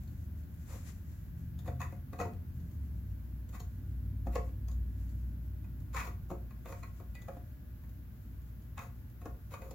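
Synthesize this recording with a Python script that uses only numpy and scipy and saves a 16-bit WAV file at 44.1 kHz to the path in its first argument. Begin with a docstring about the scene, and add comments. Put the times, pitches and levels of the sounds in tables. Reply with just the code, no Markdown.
"""A small screwdriver taps and scrapes on the terminal screws of a plastic control box held on a workbench.
Every contact rings modes and dense noise of the hollow case, the terminal block and the steel tip.
A wire end twangs as decaying tones and buzz; the workshop answers with early reflections and a short tail.
Shaped noise makes a leather sleeve rustle; outside, an engine of wavering shaft orders and bass noise
speeds up and falls back to idle. Faint hum and hiss lie underneath."""
import sys
import numpy as np
from scipy import signal
from scipy.fft import rfft, irfft, next_fast_len
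from scipy.io import wavfile
from scipy.ndimage import uniform_filter1d

SR = 44100
rng = np.random.default_rng(int(sys.argv[2]) if len(sys.argv) > 2 else 0)


def pcm_store(signal):
    """Save signal as 16-bit PCM."""
    levels = np.round(np.clip(np.atleast_2d(signal), -1, 1) * 32767)
    wavfile.write(sys.argv[1], SR, levels.astype(np.int16).T)


N = 429534
TIME = np.arange(N) / SR


def undb(db):
    """Decibels to gain."""
    return 10 ** (np.asarray(db) / 20)


def unit(x):
    """Scale to an energy of one per channel."""
    return x / np.sqrt(np.sum(x ** 2, axis=-1, keepdims=True) + 1e-20)


def curves(table):
    """The columns of a table, joined by straight lines in time."""
    s, *columns = np.transpose(table)
    return [np.interp(TIME, s, column) for column in columns]


def colour(x, points):
    """Filter by a spectrum of (f/Hz, level/dB) points, joined on a logarithmic frequency axis."""
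    hz, db = np.transpose(points)
    size = next_fast_len(x.shape[-1])
    f = np.maximum(np.fft.rfftfreq(size, 1 / SR), 1)
    gain = undb(np.interp(np.log(f), np.log(hz), db))
    return irfft(rfft(x, size) * gain, size)[..., :x.shape[-1]]


def noise(points, size, channels=2):
    """Coloured noise of rms one, unrelated between channels."""
    white = rng.standard_normal((channels, size))
    return unit(colour(white, points)) * np.sqrt(size)


def walk(rate):
    """Slow random wander with a spread near one: held random steps (rate per s), smoothed twice."""
    k = int(SR / rate)
    steps = np.repeat(rng.standard_normal(N // k + 1), k)
    return 1.247 * uniform_filter1d(uniform_filter1d(steps, k), k)[:N]


def fade(t, t60):
    """Exponential decay by 60 dB in t60 seconds."""
    return undb(-60 * t / t60)


def pan(left_db):
    """Gains of the two channels, left_db apart."""
    return undb(np.array([[left_db], [-left_db]]) / 2)


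def widen(mid, side):
    """Stereo from a shared middle and a side of opposite sign in each channel."""
    return mid + np.array([side, -side])


def add(out, s, x):
    """Mix a sound in at time s."""
    i = max(int(s * SR), 0)
    out[:, i:i + x.shape[-1]] += x[..., :max(N - i, 0)]


# what the walls do to the engine's orders: (f/Hz, level/dB)
WALLS = [(60, -1), (96, -1), (116, -8.5), (170, -3), (230, -9)]
# bass resonances of the workshop lift each order that passes through them: (f/Hz, width/Hz, lift/dB)
BOOMS = [(59.1, 4.7, 5.5), (69.9, 5.1, 7.5), (126.2, 7.2, 7), (169.6, 8, 6.5)]


def bass_gain_db(hz):
    """What walls and room resonances do to a tone of this pitch."""
    wall_hz, wall_db = np.transpose(WALLS)
    lift_db = sum(db / (1 + (2 * (hz - centre) / width) ** 2) for centre, width, db in BOOMS)
    return np.interp(hz, wall_hz, wall_db) + lift_db


# shaft rate, before its waver: (t/s, f/Hz)
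SHAFT = [(0, 15), (.8, 15), (1.8, 15.7), (2, 16.6), (2.22, 18), (2.6, 15.8), (3.1, 12.1), (3.9, 11.92)]
# how hard the engine works; it revs, drops to idle, takes up a load and eases off: (t/s, level/dB)
LOAD = [(0, -6.5), (1.3, -8), (1.8, -1.5), (2.05, -7), (2.85, -2), (3.2, -5), (3.72, -8.5), (3.84, -0.5),
        (5.7, -3.5), (7, -12.5), (9.74, -13.5)]
# strongest multiples of the shaft rate: (order)
SHAFT_ORDERS = [5, 8, 11, 13]
# their levels at 0 dB load, before walls, resonances and waver: (level/dB)
ORDERS_DB = [-42, -44, -52, -55.5]
# spectrum of the exhaust noise behind the walls: (f/Hz, level/dB)
RUMBLE_COLOUR = [(20, -26.5), (35, -11.5), (52, 3.5), (70, 1), (95, 3), (125, -6.5), (170, -8), (250, -12),
                 (330, -20.5), (450, -39), (900, -71)]


def engine(rumble_db=-43.5, rumble_per_load=0.39, waver_db=2.0):
    """Wavering shaft orders and the exhaust noise rise with the load; the walls let only the bass through."""
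    (shaft_hz,), (load_db,) = curves(SHAFT), curves(LOAD)
    wavering_hz = shaft_hz * (1 + 0.0074 * walk(12))
    turn = 2 * np.pi * np.cumsum(wavering_hz) / SR
    drone = 0
    for order, db in zip(SHAFT_ORDERS, ORDERS_DB):
        level_db = db + load_db + bass_gain_db(order * shaft_hz) + waver_db * walk(11)
        drone = drone + np.sqrt(2) * np.sin(order * turn) * undb(level_db)
    mid, side = noise(RUMBLE_COLOUR, N)
    # the lowest bass is nearly alike in both channels
    side = colour(side, [(60, -20.5), (110, -10.5), (200, -13.0), (400, -5)])
    rumble = undb(rumble_db + rumble_per_load * load_db) * widen(mid, side)
    return (drone + rumble) * pan(0.56)


# mains hum and its faint upper harmonics, before their drift: (f/Hz, level/dB)
HUM = [(120, -59.5), (599, -83), (1441, -85), (1561, -86), (1680, -86.5), (1921, -90.5)]
# spectrum of room air and microphone hiss: (f/Hz, level/dB)
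HISS = [(100, 6.5), (450, 3), (800, -2), (1200, -4.5), (1650, -6), (2300, -9), (3500, -14), (7600, -18.5),
        (8300, -26.5), (9600, -20), (10600, -12.5), (12300, -6), (15500, -6)]
HISS_DB = -63


def room_tone():
    """Faint electrical hum, drifting slightly in pitch and level, over an even hiss."""
    hum = 0
    for hz, db in HUM:
        turn = 2 * np.pi * np.cumsum(hz + walk(6)) / SR
        hum = hum + np.sqrt(2) * undb(db + 2 * walk(2.34)) * np.sin(turn)
    mid, side = noise(HISS, N)
    side = colour(side, [(300, -7.5), (700, -1), (1300, 1), (2400, 0.5)])
    hiss = undb(HISS_DB) * widen(mid, side) / np.sqrt(2)
    return hum + hiss * pan(0.83)


# the arm shifts and the leather swishes, before flicker and pan: (t/s, peak level/dB)
SLEEVE_MOVES = [(.06, -70.5), (.7, -60), (2.55, -78), (5, -78.5), (6.7, -70.5), (8.15, -81)]
# spectrum of leather rubbing on skin: (f/Hz, level/dB)
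SLEEVE_COLOUR = [(400, -4), (2000, 2.5), (3200, -5), (5300, -3), (6600, 2.5), (7600, 2.5), (8300, -7),
                 (12000, -2), (15500, -27.5)]
SWISH_RISE_T60_S, SWISH_FALL_T60_S, SLEEVE_REST_DB = 0.32, 1.57, -85


def sleeve(flicker_db=4.0):
    """Leather and skin rub in a fine, uneven hush that swells with each move of the arm and dies away."""
    swishes = 0
    for s, db in SLEEVE_MOVES:
        t60 = np.where(TIME < s, SWISH_RISE_T60_S, SWISH_FALL_T60_S)
        swishes = swishes + undb(db) * fade(abs(TIME - s), t60)
    rub = np.hypot(undb(SLEEVE_REST_DB), swishes)
    return noise(SLEEVE_COLOUR, N) * rub * undb(flicker_db * walk(22)) * pan(5.4)


def response(modes, crack, crack_db, crack_t60, spread, size=6000):
    """One part struck once: damped modes, shifted by the contact point, plus a burst of dense modes."""
    t = np.arange(size) / SR
    hz, db, t60 = np.transpose(modes)[:, :, None]
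    chance = rng.standard_normal((5, len(modes), 1))
    turn = 2 * np.pi * hz * (1 + .005 * chance[0]) * t + np.pi * chance[1]
    weight = undb(db + 2 * chance[2]) * fade(t, t60)
    # each channel hears the modes at slightly different phases
    ring = np.array([np.sum(weight * np.sin(turn + spread * lag), axis=0) for lag in chance[3:]])
    dense = noise(crack, size, channels=1) + spread * noise(crack, size)
    dense = dense * fade(t, crack_t60)
    # the part takes about a millisecond to start moving
    onset = 1 - np.exp(-t / 0.00076)
    return unit((unit(ring) + undb(crack_db) * unit(dense)) * onset)


def slips(size, rate, scatter_db):
    """Stick-slip: sparse pushes (rate per s) of very unequal strength and random sign."""
    happens = rng.random(size) < rate / SR
    strength = undb(scatter_db * np.minimum(rng.exponential(size=size), 3))
    return happens * rng.choice([-1, 1], size) * strength


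# modes of the hollow case on its board: (f/Hz, level/dB, t60/s)
CASE_MODES = [(253, -8.5, 0.094), (345, -7.5, 0.19), (445, -9.5, 0.2), (525.2, 4, 0.067), (548, -7, 0.17),
              (701.5, 0.5, 0.07), (754, -14, 0.082)]
# modes of the terminal block: (f/Hz, level/dB, t60/s)
BLOCK_MODES = [(948, -4, 0.036), (1119, 1.5, 0.039), (1208, 3, 0.019), (1424, -10, 0.056),
               (1813, -5, 0.024), (1968, -8, 0.06), (2210, -12, 0.041), (2536, -6, 0.036)]
# modes of blade and screw: (f/Hz, level/dB, t60/s)
TIP_MODES = [(3540, -7.5, 0.018), (3760, -1.5, 0.011), (4340, -4, 0.011), (5550, -11, 0.021),
             (6620, 8, 0.0099), (7030, 16, 0.0047), (7540, 1, 0.0075)]
# the dense, quickly damped modes of case, block and tip: (f/Hz, level/dB)
CASE_CRACK = [(120, -5.5), (250, 1.5), (550, -6), (800, -10), (1300, -18.5), (3000, -92)]
BLOCK_CRACK = [(500, -17.5), (1050, 2.5), (1550, -6.5), (2450, -5.5), (3000, -26.5), (6000, -61)]
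TIP_CRACK = [(2000, -7), (3800, 3), (5300, -2), (6800, 2), (7700, -6), (8400, -9), (9600, -6), (11000, 0),
             (15500, -1)]
# a light touch is brighter: the tip level at which its treble is flat (dB),
# and the tilt (dB per octave, for each dB less)
FLAT_TIP_DB, TIP_BRIGHTENING = -59.5, 0.52


def contact(push, grit, seconds, case_db, block_db, tip_db, thin_db=7):
    """The push rings case and block, the grit under the blade rings the tip; levels hold over the given time."""
    case = response(CASE_MODES, CASE_CRACK, crack_db=0, crack_t60=0.071, spread=0.11)
    block = response(BLOCK_MODES, BLOCK_CRACK, crack_db=-2.0, crack_t60=0.09, spread=0.71)
    tip = response(TIP_MODES, TIP_CRACK, crack_db=3, crack_t60=0.011, spread=1.48)
    # a blow that moves the whole case is a softer push:
    # more of the case's bass, less of the block's upper modes
    softness = 1 / (1 + undb(block_db - case_db) ** 2)
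    case = colour(case, [(330, thin_db * (softness ** 4 - 1)), (500, 0)])
    case = unit(signal.fftconvolve(case, push[None], axes=1))
    block = unit(signal.fftconvolve(block, push[None], axes=1))
    tip = unit(signal.fftconvolve(tip, grit[None], axes=1))
    block = colour(block, [(1100, 0), (2200, -6 * softness)])
    tip = colour(tip, [(6500, 0), (13000, TIP_BRIGHTENING * (FLAT_TIP_DB - tip_db))])
    parts = case * undb(case_db) * pan(0.97)
    parts += block * undb(block_db) * pan(1.9)
    parts += tip * undb(tip_db) * pan(4.1)
    return parts * np.sqrt(seconds * SR)


# small shifts of the grip tick faintly: ticks per s, typical tip level/dB, scatter/dB
FIDGETS_PER_S, FIDGET_DB, FIDGET_SCATTER_DB = 3, -71.5, 3


def fidgets(count=60):
    """Faint clicks at chance moments with exponential gaps, as rows (t/s, level/dB)."""
    chance = rng.random((count, 2))
    times = np.cumsum(-np.log(1 - chance[:, 0])) / FIDGETS_PER_S
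    levels_db = FIDGET_DB + FIDGET_SCATTER_DB * (2 * chance[:, 1] - 1)
    return [(s, db) for s, db in zip(times, levels_db) if s < N / SR]


# the blade lands or slips; heft is how much more the case sounds than the block:
# (t/s, block level/dB, heft/dB)
KNOCKS = [(1.678, -44.5, 7.5), (1.804, -41.5, -4), (1.816, -37.5, -30), (1.924, -54.5, 7.5),
          (2.132, -47, 4), (2.19, -43.5, 2), (2.2, -36.5, 3), (2.213, -38, 7.5), (2.254, -56, 19.5),
          (3.55, -54, -1), (4.269, -49, 15), (4.356, -34.5, 6.5), (5.643, -60.5, -6), (5.946, -38.5, -7),
          (5.967, -33.5, -20), (6.008, -42, -11), (6.073, -45, -2), (6.303, -47, 8.5), (6.313, -50, 16),
          (6.508, -56.5, -8), (6.658, -47.5, 0), (6.724, -44.5, 0), (6.832, -46, -11), (7, -56, 7),
          (7.284, -47, 10.5), (7.368, -59.5, 15), (7.837, -63, -5), (8.779, -40.5, -16),
          (8.791, -42.5, -22), (9.216, -55, 5), (9.257, -46.5, 9), (9.539, -41, -10), (9.619, -49.5, 3.5),
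          (9.711, -58, 12.5)]
# steel touches steel, hardly moving the box: (t/s, tip level/dB)
CLICKS = [(0.035, -68), (0.077, -65), (1.591, -56.5), (3.492, -61), (3.602, -49.5), (4.684, -55),
          (4.715, -58.5), (7.152, -56.5), (7.22, -57.5), (9.71, -53.5)]
KNOCK_TIP_DB = -11  # steel tip against the block
# the little that a click passes on to case and block, against the tip
CLICK_CASE_DB, CLICK_BLOCK_DB = -2.5, -6


def taps(chatter=0.18, chatter_t60=0.046, skid=1.0, blow_s=0.0047, scuff_t60=0.029, lead_s=.015, size=1800):
    """The blade scuffs as it comes down, lands on a screw, then chatters and skids for a moment."""
    out = np.zeros((2, N))
    t = np.arange(size) / SR - lead_s
    blow = signal.unit_impulse(size, int(np.argmin(abs(t))))
    touch = fade(abs(t), np.where(t < 0, scuff_t60, chatter_t60))
    knocks = [(s, db + heft_db, db, db + KNOCK_TIP_DB) for s, db, heft_db in KNOCKS]
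    clicks = [(s, db + CLICK_CASE_DB, db + CLICK_BLOCK_DB, db) for s, db in [*CLICKS, *fidgets()]]
    for s, case_db, block_db, tip_db in knocks + clicks:
        push = blow + chatter * slips(size, rate=1500, scatter_db=3.0) * touch
        # steel on steel clicks more cleanly; the blade skids more when the case gives way under it
        skidding = skid / (1 + undb(tip_db - case_db))
        grit = blow + skidding * slips(size, rate=4000, scatter_db=-5.5) * touch
        add(out, s - lead_s, contact(push, grit, blow_s, case_db, block_db, tip_db))
    return out


ROOM_T60_S, ROOM_TREBLE_T60_S = 0.33, 0.28


def workshop(x, early_db=-8, early_t60=0.16, tail_db=0, treble_db=-3, build_s=0.024, size=26000):
    """Quick reflections off bench and boxes, then a diffuse tail whose treble dies first."""
    t = np.arange(size) / SR
    mid, side = rng.standard_normal((2, size))
    # long waves reach both channels nearly alike
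    side = colour(side, [(200, -9), (600, -5), (1500, 0.0)])
    diffuse = widen(mid, side) / np.sqrt(2)
    early = unit(diffuse * fade(t, early_t60) * (t > .003))
    low = signal.sosfilt(signal.butter(1, 900, fs=SR, output="sos"), diffuse)
    treble = undb(treble_db) * (diffuse - low)
    tail = low * fade(t, ROOM_T60_S) + treble * fade(t, ROOM_TREBLE_T60_S)
    tail *= (1 - np.exp(-t / build_s)) / np.linalg.norm(fade(t, ROOM_T60_S))
    echo = undb(early_db) * early + undb(tail_db) * tail
    return x + signal.fftconvolve(x, echo, axes=1)[:, :N]


# the blade or the hand slides: (start t/s, end t/s, block level/dB, heft/dB)
SCRAPES = [(0.671, 0.788, -63.5, 1.5), (1.642, 1.698, -63, 3), (1.79, 1.847, -56.5, -4),
           (2.193, 2.226, -54.5, 5), (3.519, 3.578, -58.5, -6.5), (4.313, 4.377, -59.5, -1),
           (5.924, 6.039, -46.5, -21), (6.019, 6.093, -54.5, -4.5), (6.648, 6.75, -61, 3.5),
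           (8.76, 8.88, -62.5, -1.5), (9.501, 9.557, -58, -1), (9.569, 9.72, -68.5, 8.5)]
SCRAPE_TIP_DB = -6.5  # steel tip against the block


def scrapes(count=4):
    """Pressure swells and eases while several points of the surfaces catch and slip, each with its own colour."""
    out = np.zeros((2, N))
    for start, end, db, heft_db in SCRAPES:
        size = max(int((end - start) * SR), 200)
        pressure = np.sin(np.linspace(0, np.pi, size))
        for _ in range(count):
            force = slips(size, rate=700, scatter_db=3.5) * pressure
            seconds = size / SR / count
            add(out, start, contact(force, force, seconds, db + heft_db, db, db + SCRAPE_TIP_DB))
    return out


# a wire end twangs; level of the bare tone before rise and decay: (t/s, f/Hz, level/dB, t60/s)
TWANGS = [(7.152, 1977, -54, 0.24), (7.146, 2490, -55, 0.089)]


def twangs(rise_s=0.0073, rough=0.72, size=12000):
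    """A wire end slips free and rings as a decaying tone, buzzing against its clamp as narrow noise."""
    out = np.zeros((2, N))
    t = np.arange(size) / SR
    for s, hz, db, t60 in TWANGS:
        buzz = noise([(hz / 2, -40), (hz, 0), (hz * 2, -40)], size)
        ring = np.sqrt(2) * np.sin(2 * np.pi * hz * t) + rough * buzz
        add(out, s, undb(db) * ring * fade(t, t60) * (1 - np.exp(-t / rise_s)))
    return out


def scene():
    """Work at the bench, echoing in the workshop, over the background."""
    background = engine() + room_tone() + sleeve()
    work = taps() + scrapes() + twangs()
    return workshop(work) + background


TOP_HZ = 15850


def record(dry):
    """A steep elliptic low-pass cuts the top of the treble."""
    return signal.sosfilt(signal.ellip(10, .2, 70, TOP_HZ, fs=SR, output="sos"), dry)


dry = scene()
out = record(dry)
pcm_store(out)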